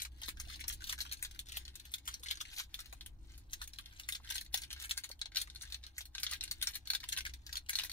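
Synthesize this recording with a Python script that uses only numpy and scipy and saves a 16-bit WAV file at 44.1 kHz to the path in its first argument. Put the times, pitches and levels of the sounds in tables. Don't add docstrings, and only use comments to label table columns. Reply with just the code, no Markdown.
import sys
import numpy as np
from scipy import signal
from scipy.fft import rfft, irfft, next_fast_len
from scipy.io import wavfile
from scipy.ndimage import map_coordinates

SR = 44100
rng = np.random.default_rng(int(sys.argv[2]) if len(sys.argv) > 2 else 0)


def digitize_waveform(pressure):
    field = np.atleast_2d(pressure).T
    bounded = np.clip(field, -1, 1)
    quanta = np.round(bounded * 32767).astype(np.int16)
    wavfile.write(sys.argv[1], SR, quanta)


def convert_level_to_amplitude(level_db):
    exponent = np.asarray(level_db, float) / 20
    return 10 ** exponent


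N = 349272
BLOCK = 4096
SIZZLE_LOW_HZ, SIZZLE_HIGH_HZ = 7900, 18000


def unit(x):
    return x / np.sqrt(np.mean(x ** 2) + 1e-20)


def unit_rows(x):
    return x / np.sqrt(np.mean(x ** 2, axis=1, keepdims=True))


def along(points, hz):
    point_hz, value = np.transpose(points)
    return np.interp(np.log(hz + 1), np.log(point_hz + 1), value)


def wobble(rate):
    knots = rng.standard_normal(int(N * rate / SR) + 4)
    return map_coordinates(knots, [np.arange(N) * rate / SR])


def filtered(x, response):
    size = next_fast_len(N + SR // 2)
    hz = np.fft.rfftfreq(size, 1 / SR)
    return irfft(rfft(x, size) * response(hz), size)[..., :N]


def causal(points):
    def response(hz):
        cepstrum = irfft(np.log(convert_level_to_amplitude(along(points, hz)) + 1e-6))
        half = len(cepstrum) // 2
        cepstrum[1:half] *= 2
        cepstrum[half + 1:] = 0
        return np.exp(rfft(cepstrum))
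    return response


def band(x, low_hz, high_hz):
    sos = signal.butter(2, [low_hz, high_hz], "bandpass", fs=SR, output="sos")
    return signal.sosfilt(sos, x)


def rush(spectrum, likeness):
    def split(hz):
        angle = np.arccos(np.clip(along(likeness, hz), -1, 1)) / 2
        return convert_level_to_amplitude(along(spectrum, hz)) * np.array([np.cos(angle), np.sin(angle)])
    mid, side = filtered(rng.standard_normal((2, N)), split)
    return unit(np.array([mid + side, mid - side]))


# start_s [s], peak_db
# [dB], ring_hz [Hz], sizzle_db [dB]
FLIPS = [(0.0189, -29.5, 3920, -2.5), (0.0498, -32.5, 2310, -10), (0.2166, -36, 3160, -4),
         (0.2333, -32, 3780, -19), (0.259, -43.5, 4030, 0.5), (0.2833, -31.5, 3840, -1.5),
         (0.3992, -26.5, 6230, -7.5), (0.6024, -43, 3350, 4), (0.6094, -33, 2350, -38),
         (0.6398, -33.5, 3300, -32), (0.6804, -28, 6030, 3.5), (0.7243, -34, 5900, -7.5),
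         (0.8058, -40.5, 1610, -13), (0.841, -32.5, 5750, -6), (0.8713, -38, 3200, 0),
         (0.8945, -28, 3670, -4), (0.9254, -24.5, 2200, -7.5), (0.9868, -34, 1640, -7),
         (1.0044, -28.5, 4400, -7), (1.1139, -32.5, 4310, -18), (1.2256, -30.5, 2430, 2.5),
         (1.2484, -32, 3380, -11), (1.3107, -42.5, 3460, -8), (1.3911, -30, 3570, -4.5),
         (1.4686, -44, 3600, -11), (1.4864, -42, 3490, -4.5), (1.5198, -35.5, 3200, -7),
         (1.5696, -27.5, 3200, 0), (1.6518, -39, 4500, -13), (1.6792, -35, 3270, -17),
         (1.7547, -39.5, 4040, 2), (1.798, -42, 4310, -8), (1.853, -45, 3350, -1.5),
                (1.9173, -46, 2340, 2.5), (1.9384, -27, 3570, -4), (1.9817, -37.5, 3200, -11),
                (2.0547, -44, 6370, -1), (2.0769, -27, 3330, -3), (2.1403, -29, 5860, -11),
                (2.1952, -51, 5100, -4), (2.2332, -35, 3550, -4), (2.2595, -32.5, 2180, -33),
                (2.2847, -32.5, 3430, -28), (2.3097, -22.5, 3300, -7.5), (2.3543, -39.5, 6300, -19),
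                (2.3715, -37.5, 4800, -16), (2.411, -29, 3370, -5.5), (2.4523, -37.5, 2400, -26),
                (2.481, -46, 3070, -21), (2.513, -47, 1630, -18), (2.5317, -45, 2280, -5),
                (2.565, -37, 4300, -6), (2.583, -36, 3280, 3), (2.742, -30, 3560, -6),
                (2.7904, -33.5, 1450, -13), (2.8573, -43, 3260, -5), (2.926, -37, 2520, -4),
                (3.0089, -36, 3360, -12.5), (3.061, -38, 3160, -2),
         (3.532, -27, 6360, -6.5), (3.639, -45, 3740, -10), (3.616, -31, 3740, -8.5),
            (3.675, -37, 6560, -2.5), (3.7336, -41, 5500, -8), (3.7859, -31, 3220, -8),
            (3.8582, -41, 3600, -12), (3.997, -34.5, 2920, -4), (4.088, -24, 2150, -4),
            (4.123, -27, 3690, -5), (4.1518, -30.5, 3540, -10), (4.273, -44, 3210, -12),
            (4.3014, -30, 3400, -4.5), (4.3554, -31, 4130, -4), (4.3801, -28.5, 3300, -12),
            (4.4108, -36, 4310, 1), (4.462, -45.5, 4430, -41), (4.5419, -20.5, 3570, -3),
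            (4.5747, -31.5, 5440, 0), (4.619, -40.5, 4310, 0), (4.6349, -33.5, 3530, -14),
            (4.7044, -33.5, 3300, -19), (4.7281, -31, 3200, -12), (4.7626, -42.5, 1530, -27),
            (4.7996, -34, 3500, -7), (4.8446, -40.5, 3140, -2), (4.9094, -23, 3460, -8),
            (4.9761, -27.5, 4470, -1),
         (5.0423, -32.5, 6900, -4), (5.0904, -41.5, 6440, -0.5), (5.1141, -34, 4600, -11),
              (5.2146, -24.5, 3970, -50), (5.257, -33.5, 4310, -34), (5.3189, -42.5, 2200, -26),
              (5.3581, -24, 3840, -13), (5.414, -28.5, 4310, -4.5), (5.4728, -42.5, 2040, -18),
              (5.4995, -38.5, 3780, -21), (5.5582, -38, 4240, -40), (5.6188, -35, 6000, -3),
              (5.723, -31, 4150, -10), (5.744, -30.5, 4130, -14), (5.8378, -37.5, 3970, -26),
              (5.865, -39.5, 4310, -10), (5.9656, -49, 4300, -25), (5.9812, -30.5, 2100, -5),
              (6.007, -33.5, 3570, -11), (6.0542, -42.5, 4310, -0.5), (6.1497, -30, 3870, -21),
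              (6.1812, -29.5, 3570, -28), (6.2, -36, 4340, 0), (6.2321, -19.5, 5110, -7.5),
              (6.2655, -24.5, 3570, -37), (6.3116, -33, 4240, -9), (6.3342, -27.5, 4150, -11),
              (6.409, -28.5, 4060, -44), (6.4377, -29.5, 2820, -8), (6.5117, -25, 4580, -4.5),
         (6.6138, -30.5, 3460, -11), (6.625, -22, 3900, -3.5), (6.6714, -19, 5520, -11),
            (6.736, -41, 4200, -12), (6.754, -30.5, 4310, 1), (6.855, -43, 4580, -19),
            (6.8728, -33.5, 4310, -7.5), (6.9022, -20.5, 4360, -8.5), (6.934, -26, 4450, -15),
            (6.9493, -21, 3860, -11.5), (7.0029, -37, 4670, -10), (7.0391, -34, 3200, -10),
            (7.0886, -31.5, 3400, -3), (7.123, -28, 4300, -4), (7.164, -34, 4100, -15),
            (7.2513, -28, 2230, -11), (7.2636, -27.5, 2210, -15), (7.3364, -37.5, 4540, -7.5),
            (7.4651, -36, 4840, -7), (7.492, -38, 1850, -16), (7.528, -32, 4870, -6),
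            (7.555, -27.5, 3370, -10), (7.569, -27.5, 4310, -11.5), (7.662, -47.5, 2880, -18),
            (7.6939, -21.5, 2180, -3), (7.7308, -39, 4400, -6), (7.754, -21.5, 4300, -9.5),
            (7.787, -22.5, 3880, -16), (7.835, -29, 4250, -5), (7.896, -34, 4630, -8),
         (0.537, -37.5, 3420, -26), (3.378, -50.5, 6950, 4.5), (4.894, -36, 3800, 2),
                (5.3692, -20, 4200, -12), (7.797, -24.5, 3050, -28), (0.5254, -42, 3540, -12),
                (5.0368, -34.5, 4450, -11.5), (6.014, -37.5, 3860, -8), (6.347, -44, 4050, -15)]
# start_s [s], peak_db [dB], ring_hz [Hz],
# sizzle_db [dB]
SMALL_TICKS = [(0.1181, -60, 3230, -1), (0.174, -58, 3380, -2), (0.216, -49, 3970, -19),
               (0.2884, -27, 2400, -7), (0.371, -37.5, 1660, -17), (0.4499, -44, 4120, -12),
               (0.483, -41, 3550, -26), (0.499, -37, 3520, -9), (0.5581, -41, 4160, -6),
               (0.5934, -37, 2320, -22), (0.6984, -28, 3370, -14), (0.7364, -38, 3700, 4),
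               (0.82, -33, 1640, -16), (0.9044, -30, 3120, -28), (0.9785, -37, 1630, -16),
               (1.019, -34, 4320, -3), (1.05, -40, 1640, -8), (1.063, -36.5, 3100, -25),
               (1.0934, -40.5, 3360, -18), (1.123, -30, 4020, 2), (1.1312, -31.5, 6300, -20),
               (1.17, -47.5, 4310, -10), (1.1922, -46.5, 1630, -7), (1.3468, -45, 4730, -6),
               (1.359, -46, 1520, -11), (1.458, -50, 3600, -13), (1.4954, -41, 3320, -24),
               (1.5356, -42, 3070, -22), (1.7418, -55, 3940, -17), (2.2644, -30.5, 2150, -30),
               (2.5981, -26, 3160, -12), (2.6144, -34, 3060, -13), (2.6374, -40, 3720, -9),
               (2.803, -36, 1580, -4.5), (3.4974, -56, 3350, -5), (3.5087, -50, 6300, -13),
               (3.759, -49, 4110, -13), (3.9257, -47.5, 2300, -15),
               (4.0343, -40.5, 3900, -23), (4.0652, -57, 2120, -17), (4.1482, -34, 3400, -16),
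              (4.2472, -41, 1640, -27), (4.2904, -36, 3780, -20), (4.3062, -27.5, 3400, -17),
              (4.314, -42, 3700, -15), (4.321, -29, 4500, -16), (4.345, -42, 3650, -8),
              (4.3528, -30.5, 4220, -22), (4.4478, -44.5, 5460, -3), (4.7118, -32.5, 3240, -7),
              (4.7924, -44, 3200, -17), (4.8152, -37, 3300, -5), (5.1925, -45, 3480, -4),
              (5.3475, -34, 3570, -16), (5.385, -47, 4450, -9), (5.4012, -29, 4100, -10),
              (5.5485, -45, 4250, -1), (5.611, -36.5, 4250, -19), (5.6334, -37, 1650, -30),
              (5.652, -39, 1740, -20), (5.675, -44, 3560, -21), (5.7013, -43, 4030, -6),
              (5.83, -49, 4000, -23), (6.4284, -32, 2920, -10), (6.4534, -39, 4380, -18),
              (6.4774, -36.5, 4310, -17), (6.6394, -37, 2070, -7), (6.6884, -37, 4370, -2),
              (6.709, -43, 1930, 0), (6.7446, -37, 4310, -16), (7.032, -34, 2120, -24),
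              (7.1264, -22.5, 6040, -23), (7.1732, -22, 3100, -12), (7.1852, -27, 4850, -20),
              (7.2062, -28, 2870, -11), (7.2946, -34, 2100, -20), (7.5104, -52, 4820, -20),
              (7.8167, -31, 3950, -11), (7.8483, -30.5, 2020, -0.5), (7.9154, -32.5, 4360, -8),
               (1.0106, -28.5, 4470, -9), (2.3044, -30, 3570, -16), (2.3163, -37, 3500, -22),
           (2.404, -32.5, 3570, -9), (2.5903, -34, 3070, -18), (4.5285, -42, 4300, -2),
           (4.8226, -47, 3100, -12), (4.9712, -37, 4500, -5), (5.3774, -29, 3570, -6),
           (7.6878, -33, 2060, -17), (7.7318, -27.5, 4310, -22)]


def creases():
    small = SMALL_TICKS
    ticks = [(s, db - 2.5, hz, sizzle_db) for s, db, hz, sizzle_db in small]
    return [*FLIPS, *ticks]


# peak_s [s of most pressure], crackle_db [dB], build_s [s], release_s [s]
PRESSES = [(0.0, -45, .1, 0.1), (0.282, -52, 0.25, 0.13), (0.521, -51, 0.28, 0.21), (0.71, -51, 0.1, 0.095),
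           (0.92, -50.5, 0.3, 0.12), (1.02, -59, 0.29, 0.36), (1.25, -63.5, 0.43, 0.55),
           (1.559, -50.5, 0.15, 0.16), (1.9, -65, 0.96, 0.23), (2.088, -48.5, 0.072, 0.15),
           (2.27, -52.5, 0.094, 0.23), (2.593, -44.5, 0.24, 0.084), (2.83, -64, 0.6, 0.67),
           (3.34, -62, 0.29, 0.28), (3.648, -52, 0.17, 0.02), (4.01, -60.5, 0.98, 0.21),
           (4.358, -45.5, 0.24, 0.11), (4.57, -51.5, 0.11, 0.25), (4.829, -49, 0.17, 0.4),
           (5.88, -68.5, 0.35, 0.35), (5.391, -48, 0.074, 0.12), (5.74, -60, 0.7, 0.17),
           (6.01, -62, 0.23, 0.04), (6.179, -64, 0.15, 0.27), (6.33, -39, 0.086, 0.071),
           (6.69, -53.5, 0.49, 0.24), (7.192, -55.5, 0.43, 0.042), (7.56, -68.5, 0.96, 0.41),
           (7.78, -52.5, 0.15, 0.31), (3.53, -55.5, 0.086, 0.052)]


def pressure():
    t = np.arange(N) / SR
    level_db = np.full(N, -109.0)
    for peak_s, db, build_s, release_s in PRESSES:
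        before = (peak_s - t) / max(build_s, 0.01)
        after = (t - peak_s) / max(release_s, 0.01)
        apart = np.where(t < peak_s, before, after)
        level_db = np.maximum(level_db, db - 38 * apart)
    return convert_level_to_amplitude(level_db)


def crackle():
    stress = np.zeros((2, N))
    for s, db, hz, sizzle_db in creases():
        stress[:, round(s * SR)] += convert_level_to_amplitude([db, db + sizzle_db + 18.5])
    t = np.arange(-2048, 2048) / SR
    before_s, before_db, after_s = 0.02, -13, 0.057
    spread = convert_level_to_amplitude(np.where(t < 0, 60 * t / before_s + before_db, -60 * t / after_s))
    crowd = convert_level_to_amplitude(-23) * signal.fftconvolve(stress, spread[None], "same", axes=1)
    level = crowd + convert_level_to_amplitude([[-8], [-7]]) * pressure()

    starts = np.flatnonzero(rng.random(N) < 900 * convert_level_to_amplitude(3 * wobble(40)) / SR)
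    size = convert_level_to_amplitude(-4 * np.log(rng.random(len(starts)) + 0.07))
    pitch = rng.standard_normal(len(starts))
    hz = np.clip(3600 * np.exp(0.45 * pitch), 1500, 14000)[:, None]
    k = np.arange(128)
    cycles = hz * k / SR
    rings = np.sin(2 * np.pi * cycles) * np.exp(-cycles / 1.49) * np.sqrt(hz / 3600)
    rings = rings + 0.7 * (k == 0)
    places = starts[:, None] + k
    ticks = np.bincount(places.ravel(), (size[:, None] * rings).ravel(), N + len(k))[:N]

    grain = unit(ticks) + 0.3 * rng.standard_normal(N)
    treble = filtered(grain, lambda f: 1 / (1 + (SIZZLE_LOW_HZ / (f + 1)) ** 6))
    return level[0] * (grain - treble) + level[1] * treble


# freq_hz [Hz], level_db [dB per Hz]
HUM = [(10, -76), (18, -1), (30, -16.5), (42, -2), (52, -8), (63, 0), (73, -13.5), (95, -13.5),
       (140, -23.5), (200, -31), (330, -27), (450, -44.5), (520, -38.5), (900, -120)]
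# freq_hz [Hz], likeness [0 to 1]
HUM_LIKENESS = [(60, 0.93), (130, 0.81), (290, 0.8), (500, 0.21)]
# time_s [s], level_db [dB]
IDLE = [
    (0.0, -63),
    (0.5, -57.5),
    (1.3, -62),
    (2.4, -62),
    (7.92, -63),
]


def engine():
    rumble = convert_level_to_amplitude(1.5 * wobble(3.154)) * rush(HUM, HUM_LIKENESS)
    firing_hz = 63.5 + 2.493 * wobble(7.1)
    firing = np.sin(2 * np.pi * np.cumsum(firing_hz) / SR) * convert_level_to_amplitude(-3 + 1.4 * wobble(2.7))
    time_s, idle_db = np.transpose(IDLE)
    level_db = np.interp(np.arange(N) / SR, time_s, idle_db)
    return convert_level_to_amplitude(level_db + [[0.4], [-0.4]]) * (rumble + firing)


# freq_hz [Hz], level_db [dB per Hz]
HISS = [(300, -120), (450, -14), (800, -2.5), (2000, -18), (5000, -32), (16000, -23)]


def hiss():
    return convert_level_to_amplitude(-83.5) * rush(HISS, [(500, 0.027)])


def snaps():
    out, t = np.zeros(N + SR), np.arange(512) / SR
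    s, db, hz, sizzle_db = np.transpose(creases())[:, :, None]
    chance = rng.standard_normal((len(s), len(t)))
    burst = 0.2 * chance * convert_level_to_amplitude(-60 * t / 0.013) + (t == 0)

    body = unit_rows(band(burst, 1600, 6130))
    ring = 6 * convert_level_to_amplitude(-0.5 - 60 * t / 0.01) * np.sin(2 * np.pi * hz * t)
    thud_db = -22 + 3 * chance[:, :1] + 8.0
    thud = convert_level_to_amplitude(thud_db) * unit_rows(band(burst, 200, 2400))
    sizzle = convert_level_to_amplitude(sizzle_db + 3.0) * unit_rows(band(burst, SIZZLE_LOW_HZ, SIZZLE_HIGH_HZ))
    f = np.fft.rfftfreq(len(t), 1 / SR)
    resonance = 1j * f * hz * 0.55 / (hz ** 2 - f ** 2 + 1j * f * hz * 0.66)
    facet = unit_rows(irfft(rfft(burst) * resonance ** 2))

    clicks = convert_level_to_amplitude(db - 25.5) * (0.65 * body + 0.64 * facet + ring + thud + sizzle)
    starts = np.round((s[:, 0] + 0.0006) * SR).astype(int)
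    for start, click in zip(starts, clicks):
        out[start:][:len(t)] += click
    return out[:N]


def thumps(events):
    out, t = np.zeros(N + SR), np.arange(BLOCK) / SR
    for s, db, low_hz, high_hz, t60_s in events:
        noise = unit(band(rng.standard_normal(len(t)), low_hz, high_hz))
        out[round(s * SR):][:len(t)] += convert_level_to_amplitude(db - 60 * t / t60_s) * noise
    return out[:N]


# start_s [s], peak_db [dB], pitch_hz [Hz]
POPS = [(0.049, -47, 1190), (0.217, -49.5, 865), (0.282, -45, 1210), (0.397, -53, 1280), (0.498, -49, 1220),
        (0.557, -52, 870), (0.64, -48, 940), (0.7, -44.5, 1240), (0.893, -45, 1310), (0.927, -46.5, 1250),
        (1.052, -47, 1080), (1.225, -54, 840), (1.569, -49, 830), (2.077, -38.5, 1210),
        (2.231, -50.5, 1240), (2.373, -60, 1210), (2.409, -43, 1370), (2.599, -44, 1170),
        (2.925, -45.5, 830), (3.061, -67, 1155), (3.615, -41.5, 1400), (3.789, -52, 1360),
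        (4.087, -50, 1280), (4.301, -52, 875), (4.355, -53, 1190), (4.542, -53, 900), (5.042, -57, 1030),
        (5.215, -71, 860), (5.257, -55.5, 790), (5.366, -51, 1210), (5.473, -59, 1190), (6.006, -61, 750),
        (6.15, -55, 1210), (6.319, -49.5, 1200), (6.514, -53, 1220), (5.99, -61, 1620), (7.038, -54, 990),
        (7.173, -51, 804), (7.54, -47, 1180), (7.834, -48.5, 815)]


def wall_pops():
    wide, t60_s = 1.205, 0.044
    return thumps([(s, db - 18, hz / wide, hz * wide, t60_s) for s, db, hz in POPS])


# start_s [s], level_db [dB], low_hz [Hz], high_hz [Hz]
KNOCKS = [
    (0.282, -57.5, 200, 360),
    (4.543, -57.5, 410, 870),
    (0.47, -64.5, 630, 750),
    (2.078, -77, 250, 480),
    (2.2, -58, 480, 490),
    (2.928, -60, 660, 910),
    (4.2, -69, 610, 1040),
    (5.1, -65, 390, 950),
    (1.568, -65, 580, 820),
    (7.556, -77, 570, 1300),
]


def tub_knocks():
    return thumps([(*row, 0.024) for row in KNOCKS])


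# freq_hz [Hz], level_db [dB per Hz]
FILM = [(200, -45), (450, -22), (850, -7), (1130, -9.5), (1500, -3), (2750, -1.5), (4200, 4.5), (4700, 0.5),
        (6900, 4.5), (7700, -1), (8400, 5), (11000, 3.5), (16000, -1)]
# pitch_hz [Hz], width_hz [Hz], level_db [dB]
TUB = [
    (1608, 93, 8),
    (2120, 64, 0),
    (3570, 29, -5.5),
    (4310, 86, -5),
]
# freq_hz [Hz], left_over_right_db [dB]
LEFT = [(500, 3), (1400, 0), (2800, 3), (5600, 1.2), (10000, 3.5), (14000, 2.5)]


def sachets():
    def path(f):
        peaks = 1
        for hz, width_hz, db in TUB:
            damping = 1j * f * width_hz
            peaks = peaks + convert_level_to_amplitude(db - 4.0) * damping / (hz * hz - f * f + damping)
        ports = convert_level_to_amplitude(along(LEFT, f) * [[0.5], [-0.5]])
        return causal(FILM)(f) * peaks * ports
    return filtered(snaps() + crackle(), path)


# freq_hz [Hz], t60_s [s]
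CAB_DECAY = [(500, 0.0088), (1500, 0.076), (4000, 0.079), (9000, 0.06), (15000, 0.064)]


def tails(count):
    noise = rng.standard_normal((count, 2, BLOCK))
    hz, t, z = signal.stft(noise, SR, nperseg=128)
    fade = convert_level_to_amplitude(-60 * t / along(CAB_DECAY, hz)[:, None])
    tail = signal.istft(z * fade, SR, nperseg=128)[1][..., :BLOCK]
    tail *= 1 + 0.66 * convert_level_to_amplitude(-60 * np.arange(BLOCK) / SR / 0.012)
    return tail / np.linalg.norm(tail, axis=-1, keepdims=True)


# freq_hz [Hz], level_db [dB]
CAB_ANSWER = [(600, -2), (3000, -1), (9000, -2.5), (15000, -3.5)]


def cab(x, still):
    out, direct = np.zeros((2, N + 4 * BLOCK)), np.zeros((2, N + 4 * BLOCK))
    starts = np.arange(0, N, BLOCK)
    fresh = tails(len(starts) + 1)
    wander = rng.random(len(starts)) ** (0.4 + 4 * starts / N)
    lags = np.round(3 + (25 - 3) * wander).astype(int)
    for start, changing, lag in zip(starts, fresh[1:], lags):
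        piece = x[:, start:start + BLOCK]
        answer = np.sqrt(still) * fresh[0] + np.sqrt(1 - still) * changing
        wet = signal.fftconvolve(piece, answer, axes=1)
        out[:, start + 50:][:, :wet.shape[1]] += wet
        direct[0, start:][:piece.shape[1]] += piece[0]
        direct[1, start + lag:][:piece.shape[1]] += piece[1]
    return direct[:, :N] + filtered(out[:, :N], causal(CAB_ANSWER))


def scene():
    film = sachets()
    low_sounds = convert_level_to_amplitude(12.0) * (tub_knocks() + wall_pops())
    return cab(film + low_sounds, still=0.16) + engine() + hiss()


def band_limit(x):
    return signal.sosfilt(signal.butter(12, 16830, fs=SR, output="sos"), x)


def record(dry):
    roll_off = [(15600, 4.5), (16000, -18.0), (16700, -53.0)]  # freq_hz, level_db
    mix = filtered(dry, lambda hz: convert_level_to_amplitude(along(roll_off, hz)))
    return band_limit(mix)


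dry = scene()
out = record(dry)
digitize_waveform(out)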